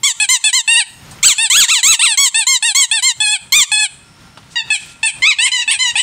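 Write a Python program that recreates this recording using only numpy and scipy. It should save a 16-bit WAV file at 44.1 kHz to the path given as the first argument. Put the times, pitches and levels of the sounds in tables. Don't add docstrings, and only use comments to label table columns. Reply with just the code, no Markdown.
import sys
import numpy as np
from scipy import signal
from scipy.fft import rfft, irfft, next_fast_len
from scipy.io import wavfile
from scipy.ndimage import uniform_filter1d, minimum_filter1d

SR = 44100
rng = np.random.default_rng(int(sys.argv[2]) if len(sys.argv) > 2 else 0)


def unload_audio(sound):
    columns = np.transpose(np.atleast_2d(sound))
    steps = np.round(np.clip(columns, -1, 1) * 32767)
    wavfile.write(sys.argv[1], SR, steps.astype(np.int16))


N = 265482

# time_s, gain_db
RUMBLE_SWELL = [(0, 5.5), (1, 7), (1.998, 2), (3, 4), (3.499, 1), (4.002, 3.5), (4.3, 4), (4.5, 4),
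                (5, 2.5), (6.02, 15.5)]
# frequency_hz, gain_db
RUMBLE_COLOUR = [(15, -39), (30, -12), (140, -2), (450, -20), (800, -17.5), (1500, -19), (3500, -22),
                 (5000, -25), (9500, -31), (10500, -39), (15500, -43.5)]
# start_s, end_s, pitch_hz, width_hz, level_db
FAINT_TONES = [(0, 6.1, 1384, 8, -57), (0, 6.1, 926, 12, -66), (4.04, 4.42, 5400, 250, -57),
               (0, 6.1, 9100, 250, -64), (.85, 1.2, 6650, 200, -55), (.85, 1.2, 5300, 200, -59)]
# start_s, level_db, centre_hz
SCUFFS = [(1.111, -34, 6700), (1.118, -38, 1100), (1.118, -42, 3700), (1.186, -37, 2300),
          (4.374, -35, 1100), (4.374, -36, 3600), (4.374, -46, 7500), (4.429, -45, 3700),
          (4.858, -47, 13500), (1.113, -46, 13000)]
# pitch_hz, gain_db, ring_s (time to fade by 60 dB)
TAG_NOTES = [(6700, -14, .08), (8500, 0, .14)]
# frequency_hz, gain_db
WALL_COLOUR = [(400, 9), (1200, 1), (2500, -1.5), (6000, -3), (9000, 1.5), (12000, -11)]
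# delay_s, gain_db, gain_when_pointing_away_db
BOUNCES = [(.0006, -28.5, -17.5), (.0023, -23.5, -19), (.0061, -23, -17.5), (0.0111, -16, -8.5),
           (0.0168, -23.5, -16)]
# start_s, end_s, level_db, centre_hz
AIR_LEAKS = [(4.498, 4.557, -41, 5930), (4.75, 4.95, -43.5, 6460), (4.792, 4.945, -44, 3230)]
# frequency_hz, gain_db
SQUEEZE_COLOUR = [(400, -19), (1050, -20.5), (1600, -18.5), (2200, -7), (2900, -10), (3500, -6), (4200, -6),
                  (5000, -21.5), (6300, -13.5), (7600, -6), (8600, -17.5), (10200, -28.5), (12500, -27),
                  (15500, -29.5)]
# frequency_hz, gain_db
RELEASE_COLOUR = [(400, -26.5), (900, -25.5), (1300, -26), (1800, -18), (2600, -10), (3600, -10.5),
                  (4300, -14), (5200, -27.5), (6700, -31), (8100, -11), (9400, -21), (10500, -32.5),
                  (12000, -43), (15500, -47)]
# frequency_hz, gain_db
AWAY_COLOUR = [(400, 0), (1000, -2.5), (1700, -2), (2500, 7.5), (3600, -4.5), (5000, -2), (7000, -7.5),
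               (9500, -11.5), (11000, -6.5), (15500, -14)]
# time_s, pitch_hz
PITCH_PATHS = [
    [(0.032, 1037), (0.058, 1160), (0.07, 1110), (0.122, 870)],
    [(0.199, 827), (0.217, 862), (0.233, 859), (0.257, 769)],
    [(0.288, 973), (0.316, 1057), (0.328, 1050), (0.342, 1026), (0.374, 885)],
    [(0.439, 840), (0.455, 885), (0.473, 867), (0.485, 855), (0.507, 753)],
    [(0.528, 944), (0.558, 1074), (0.57, 1044), (0.612, 892)],
    [(0.676, 860), (0.696, 911), (0.724, 934), (0.756, 902), (0.766, 918), (0.774, 965), (0.796, 947),
     (0.808, 839), (0.83, 744)],
    [(1.228, 1031), (1.24, 1167), (1.26, 1618), (1.27, 1596), (1.308, 1146), (1.324, 1030), (1.338, 897)],
    [(1.381, 840), (1.417, 921), (1.431, 919), (1.453, 883), (1.467, 820), (1.479, 760)],
    [(1.499, 948), (1.525, 1098), (1.561, 1418), (1.569, 1599), (1.579, 1680), (1.593, 1707), (1.601, 1639),
     (1.645, 998), (1.655, 904)],
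    [(1.681, 924.4), (1.689, 898.6), (1.695, 1021), (1.713, 1300), (1.719, 1380), (1.729, 1310),
     (1.759, 1010), (1.769, 993), (1.811, 770)],
    [(1.829, 970), (1.849, 1076), (1.865, 1120), (1.875, 1244), (1.891, 1315), (1.913, 1326), (1.921, 1300),
     (1.943, 986), (1.955, 900)],
    [(1.992, 910), (2.0, 890), (2.014, 990), (2.032, 1326), (2.046, 1403), (2.072, 1013), (2.082, 954),
     (2.136, 836), (2.154, 778)],
    [(2.173, 1000), (2.185, 1092), (2.203, 1121), (2.243, 1109), (2.265, 1019), (2.287, 910)],
    [(2.343, 847), (2.365, 899), (2.391, 916), (2.409, 877), (2.441, 767)],
    [(2.467, 983), (2.489, 1078), (2.505, 1080), (2.543, 1035), (2.561, 980), (2.577, 919)],
    [(2.624, 841), (2.66, 950), (2.668, 944), (2.706, 837), (2.726, 778)],
    [(2.747, 996), (2.771, 1102), (2.789, 1123), (2.813, 1087), (2.831, 1026), (2.855, 925)],
    [(2.912, 822), (2.934, 905), (2.95, 911), (2.974, 868), (3.004, 748)],
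    [(3.023, 973), (3.049, 1053), (3.071, 1070), (3.091, 1011), (3.121, 914)],
    [(3.202, 843), (3.224, 868), (3.268, 833), (3.324, 849.4), (3.336, 878), (3.358, 789), (3.37, 735)],
    [(3.521, 1021), (3.565, 1232), (3.577, 1198), (3.587, 1226), (3.633, 980), (3.641, 900)],
    [(3.716, 841), (3.738, 860.6), (3.772, 844), (3.796, 869), (3.818, 845), (3.838, 858), (3.868, 732)],
    [(4.556, 955), (4.578, 944), (4.618, 871)],
    [(4.702, 853), (4.724, 868), (4.742, 842), (4.768, 743)],
    [(5.029, 846), (5.039, 903), (5.069, 876), (5.107, 750)],
    [(5.22, 993), (5.234, 1043), (5.266, 1207), (5.276, 1306), (5.294, 1294), (5.304, 1247), (5.324, 1010),
     (5.338, 937)],
    [(5.385, 840), (5.389, 859), (5.433, 1003), (5.453, 1019), (5.463, 1110), (5.481, 856), (5.489, 790),
     (5.493, 800)],
    [(5.516, 982), (5.532, 1026), (5.542, 1024), (5.586, 945.5), (5.61, 988), (5.634, 860)],
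    [(5.676, 852), (5.702, 917), (5.708, 938), (5.716, 1093), (5.722, 1168), (5.736, 893), (5.76, 789),
     (5.764, 826)],
    [(5.789, 989), (5.819, 1035), (5.881, 948), (5.889, 965), (5.912, 912)],
    [(5.954, 822), (5.968, 871), (6.002, 1027), (6.014, 913)],
]
# level_db, treble_db, air_db (both relative to the level),
# cup_db (lift from the cupped hand), growth_db (from start to end)
SQUEAL_SETTINGS = [(-14.5, 2, -29, -1.5, 4.5), (-13, -2, -30, 7, 6), (-13, 3, -29, 1, 2.5),
                   (-13.5, -0.5, -38, 3, 5), (-14, 0, -36, -0.5, 5), (-11, -5.5, -29, 5.5, 4),
                   (-11, 2.5, -12, 1, -1.5), (-15.5, -1.5, -46, 0.5, 5), (-12.5, 1, -25.5, 1.5, 6.5),
                   (-15.5, -1.5, -33, -0.5, 5.7), (-11, 3, -23.5, -2, 7.5), (-15, -1, -32.5, -1, 4),
                   (-12, 3, -32.5, -3, 3.5), (-15.5, -0.5, -32, 0.5, 5.3), (-13.5, 1.5, -32, -2.5, 3),
                   (-15.5, -1.5, -40, -1.5, 4.7), (-12.5, 2, -25.5, -0.5, 3.5), (-15.5, -2, -42, -1, 5.5),
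                   (-14, 0, -27, -0.5, 5.5), (-14, -3.5, -42, 1, 4.6), (-7, -0.5, -21.5, 0, 1),
                   (-13, -3.5, -55, 1.5, 3.2), (-13.5, -17, -36, 1, 1.5), (-12, -3, -45, 2, 1),
                   (-14, 0, -37, 1, -4.5), (-11.5, -14.5, -27, 0, 3.5), (-13.5, -4, -38, 2.5, .1),
                   (-13.5, -8, -31, 3.5, 5.5), (-14.5, -2, -36, -0.5, 0.5), (-13, -7, -29, 0.5, 6.5),
                   (-15, -0.5, -22.5, 0, 1)]

TURN_S = 4.2
SQUEEZE_START_HZ = 920
TREBLE_HZ, TOP_HZ = 5200, 15650
CUP_HZ, CUP_WIDTH_HZ = 2500, 700
COVER_DB, COVER_S = -11, 0.031
DB_PER_OCTAVE = 17.5
SNAP_DB, SNAP_S, STALL_DB, STALL_S = 5.5, 0.018, -10, 0.016
SOFT_START_DB, SOFT_START_S = -6, .005
AIR_SNAP_DB, AIR_SNAP_S, AIR_STALL_DB, AIR_GLIDE_DB_PER_OCTAVE_S = 8, 0.0046, 11.5, 1.22
EVEN_SHARE = 0.2


def undb(db):
    return 10 ** (np.asarray(db) / 20)


def lookup(table, hz):
    f, db = np.transpose(table)
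    return np.interp(np.log(np.maximum(hz, 1)), np.log(f), db)


def unit(x):
    return x / np.sqrt(np.mean(x ** 2))


def shaped(gain, size):
    n = next_fast_len(size, real=True)
    spectrum = rfft(rng.standard_normal(n)) * gain(np.fft.rfftfreq(n, 1 / SR))
    return unit(irfft(spectrum, n)[:size])


def coloured(table, size):
    return shaped(lambda f: undb(lookup(table, f)), size)


def band(hz, width_hz, size):
    return shaped(lambda f: 1 / (1 + ((f - hz) / (width_hz / 2)) ** 4), size)


def wander(rate_hz, size):
    k = max(int(SR / rate_hz), 1)
    return unit(uniform_filter1d(uniform_filter1d(rng.standard_normal(size), k), k))


def ringing(db):
    cepstrum = irfft(db * np.log(10) / 20)
    cepstrum[1:len(cepstrum) // 2] *= 2
    cepstrum[len(cepstrum) // 2 + 1:] = 0
    return irfft(np.exp(rfft(cepstrum)))


def span(start_s, end_s, fade_s):
    t = np.arange(N) / SR
    return np.clip(np.minimum(t - start_s, end_s - t) / fade_s, 0, 1)


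def yard(rumble_db=-50, hiss_db=-57, hiss_end_s=3.5):
    swell_db = np.interp(np.arange(N) / SR, *np.transpose(RUMBLE_SWELL))
    flicker_db = 1.3 * wander(0.73, N) + 3.5 * wander(8.6, N)
    rumble = undb(rumble_db + swell_db + flicker_db) * coloured(RUMBLE_COLOUR, N)
    hiss = undb(hiss_db) * span(-1, hiss_end_s, .2) * band(13000, 7200, N)
    tones = sum(undb(db) * span(start, end, 0.0058) * band(hz, width, N)
                for start, end, hz, width, db in FAINT_TONES)
    return rumble + hiss + tones


def scuffs_and_tag(tag_s=1.111, tag_db=-34):
    out, t = np.zeros(N), np.arange(SR // 5) / SR
    for start, db, hz in SCUFFS:
        out[int(start * SR):][:len(t)] += undb(db) * band(hz, .8 * hz, len(t)) * np.exp(-t / .012)
    ring = sum(undb(db) * np.sin(2 * np.pi * hz * t) * 1000 ** (-t / ring_s)
               for hz, db, ring_s in TAG_NOTES)
    out[int(tag_s * SR):][:len(t)] += undb(tag_db) * ring
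    return out


def wall_echo(sound, level_db=-18, away_db=5.5, ring_s=0.59, last_wall_s=0.085):
    t = np.arange(SR // 2) / SR
    fade = np.clip(t / 0.012, 0, 1) * 1000 ** (-t / ring_s)
    drop_db = -3.5 * np.clip((t - last_wall_s) / 0.015, 0, 1)
    tail = coloured(WALL_COLOUR, len(t)) * fade * undb(drop_db)
    away = np.arange(N) > TURN_S * SR
    clear = np.where(away, .92, .75)
    blur = clear + np.sqrt(1 - clear ** 2) * wander(240, N)
    sent = sound * blur * undb(away_db * away)
    return undb(level_db) * signal.fftconvolve(sent, tail / np.sqrt(np.sum(tail ** 2)))[:N]


def add_bounces(sound, away):
    response = np.zeros(SR // 50)
    response[0] = 1
    for delay_s, db, away_db in BOUNCES:
        response[int(delay_s * SR)] = undb(away_db if away else db)
    return signal.fftconvolve(sound, response / np.sqrt(np.sum(response ** 2)))


def air_puffs(loudness):
    push = uniform_filter1d(loudness, size=1500) * (np.arange(N) < TURN_S * SR)
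    hard = np.clip((push - .3) / 0.3, 0, 1) ** 2
    wind = coloured([(20, -25), (60, -9.5), (150, -10.5), (700, -19.5), (3000, -18)], N)
    return undb(-23) * push * hard * wind


def air_leaks():
    return sum(undb(db) * span(start, end, 0.024) * band(hz, 1.1 * hz, N)
               for start, end, db, hz in AIR_LEAKS)


def rushing_air(hz, low_gain, high_gain, dull_db=-9):
    noise = rng.standard_normal(len(hz))
    dull = signal.sosfilt(signal.butter(4, TREBLE_HZ, fs=SR, output="sos"), noise)
    return (undb(dull_db) * low_gain * dull + high_gain * (noise - dull)) * np.sqrt(SR / hz / 4)


def hand_pressure(path, level_db, treble_db, air_db, growth_db, t):
    times, pitches = np.transpose(path)
    hz = uniform_filter1d(np.interp(t, times, pitches), size=440, mode="nearest")
    octaves = np.log2(hz / hz[0])
    age = t - times[0]
    stall = np.exp(-np.maximum(times[-1] - t, 0) / STALL_S)
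    db = level_db + growth_db * (age / (times[-1] - times[0]) - .5) + DB_PER_OCTAVE * octaves
    db += SNAP_DB * np.exp(-age / SNAP_S) + STALL_DB * stall
    db += (hz[0] > SQUEEZE_START_HZ) * SOFT_START_DB * np.exp(-age / SOFT_START_S)
    covered = times[0] > TURN_S and hz[0] < SQUEEZE_START_HZ
    treble_db += covered * COVER_DB * np.exp(-(age / COVER_S) ** 2)
    glide = uniform_filter1d(np.abs(np.gradient(octaves)) * SR, size=330)
    air_db += AIR_SNAP_DB * np.exp(-age / AIR_SNAP_S) + AIR_STALL_DB * stall
    air_db += AIR_GLIDE_DB_PER_OCTAVE_S * glide
    return hz, db, treble_db, np.minimum(air_db, -19)


def throat_strength(power):
    total = power.sum(axis=0)
    return total ** (EVEN_SHARE / 2) * np.mean(total) ** ((1 - EVEN_SHARE) / 2)


def reed(hz, db, treble_db, cup_db, colour, away):
    harmonic = np.arange(1, 22)[:, None]
    harmonic_hz = harmonic * hz
    in_range = harmonic_hz < TOP_HZ
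    steps = rng.standard_normal((len(harmonic), len(hz) // 500 + 1))
    flutter = uniform_filter1d(np.repeat(steps, 500, axis=1), size=500)[:, :len(hz)]
    shape_db = (2.67 + 0.75 * away + harmonic_hz / 5000) * flutter
    shape_db += cup_db * np.exp(-((harmonic_hz - CUP_HZ) / CUP_WIDTH_HZ) ** 2)
    shape_db += 0.71 * (db + treble_db - 0.5) * np.clip((harmonic_hz - 9500) / 2100, 0, 1)
    power = undb(2 * (colour(harmonic_hz) + shape_db)) * in_range / 2
    treble = np.clip((harmonic_hz - TREBLE_HZ) / 600 + .5, 0, 1)
    low_gain = undb(db) / throat_strength(power * (1 - treble))
    high_gain = undb(db + treble_db) / throat_strength(power * treble)
    gain = low_gain ** (1 - treble) * high_gain ** treble * in_range * undb(shape_db)
    phase = 2 * np.pi * np.cumsum(hz) / SR
    lag = 0.0913 * harmonic ** 2
    pulses = (gain * np.cos(harmonic * phase - lag)).sum(axis=0)
    return pulses, low_gain, high_gain


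def squeal(path, level_db, treble_db, air_db, cup_db, growth_db):
    start, end = path[0][0], path[-1][0]
    t = np.arange(start, end + 0.017, 1 / SR)
    away = start > TURN_S
    hz, db, treble_db, air_db = hand_pressure(path, level_db, treble_db, air_db, growth_db, t)
    throat = SQUEEZE_COLOUR if hz[0] > SQUEEZE_START_HZ else RELEASE_COLOUR
    colour = lambda f: lookup(throat, f) + away * lookup(AWAY_COLOUR, f)
    hz *= 1 + .04 * undb(air_db) * wander(400, len(t)) + 0.0011 * wander(90, len(t))
    pulses, low_gain, high_gain = reed(hz, db, treble_db, cup_db, colour, away)
    air = undb(air_db) * rushing_air(hz, low_gain, high_gain)
    on = np.clip((t - start) / .0022, 0, 1) * np.exp(-np.maximum(t - end, 0) / .003)
    sound = signal.fftconvolve((pulses + air) * on, ringing(colour(np.fft.rfftfreq(512, 1 / SR))))
    bass_cut = signal.butter(4, 600, "high", fs=SR, output="sos")
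    return signal.sosfilt(bass_cut, sound)


def toy():
    out = np.zeros(N + SR)
    for path, settings in zip(PITCH_PATHS, SQUEAL_SETTINGS):
        start = path[0][0]
        sound = add_bounces(squeal(path, *settings), away=start > TURN_S)
        out[int(start * SR):][:len(sound)] += sound
    return out[:N] + air_leaks()


def scene(dip_above_db=-35.5, recover_s=0.019):
    squeaks = toy()
    loudness = np.sqrt(signal.lfilter(np.ones(300) / 300, 1, squeaks ** 2) + 1e-12)
    creep = np.exp(-1 / (recover_s * SR))
    lingering = np.maximum(loudness, signal.lfilter([1 - creep], [1, -creep], loudness))
    dip = 1 + (lingering / undb(dip_above_db)) ** 2
    background = dip ** -.5 * yard() + dip ** -.17 * wall_echo(squeaks)
    return (squeaks + background + scuffs_and_tag() + air_puffs(loudness))[None]


def record(dry, limit=.88, ceiling=.97):
    peak = uniform_filter1d(-minimum_filter1d(-np.abs(dry), size=150), size=150)
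    held = dry * np.maximum(peak / limit, 1) ** -.65
    top_cut = signal.ellip(10, .2, 75, TOP_HZ, fs=SR, output="sos")
    return signal.sosfilt(top_cut, np.clip(held, -ceiling, ceiling))


dry = scene()
out = record(dry)
unload_audio(out)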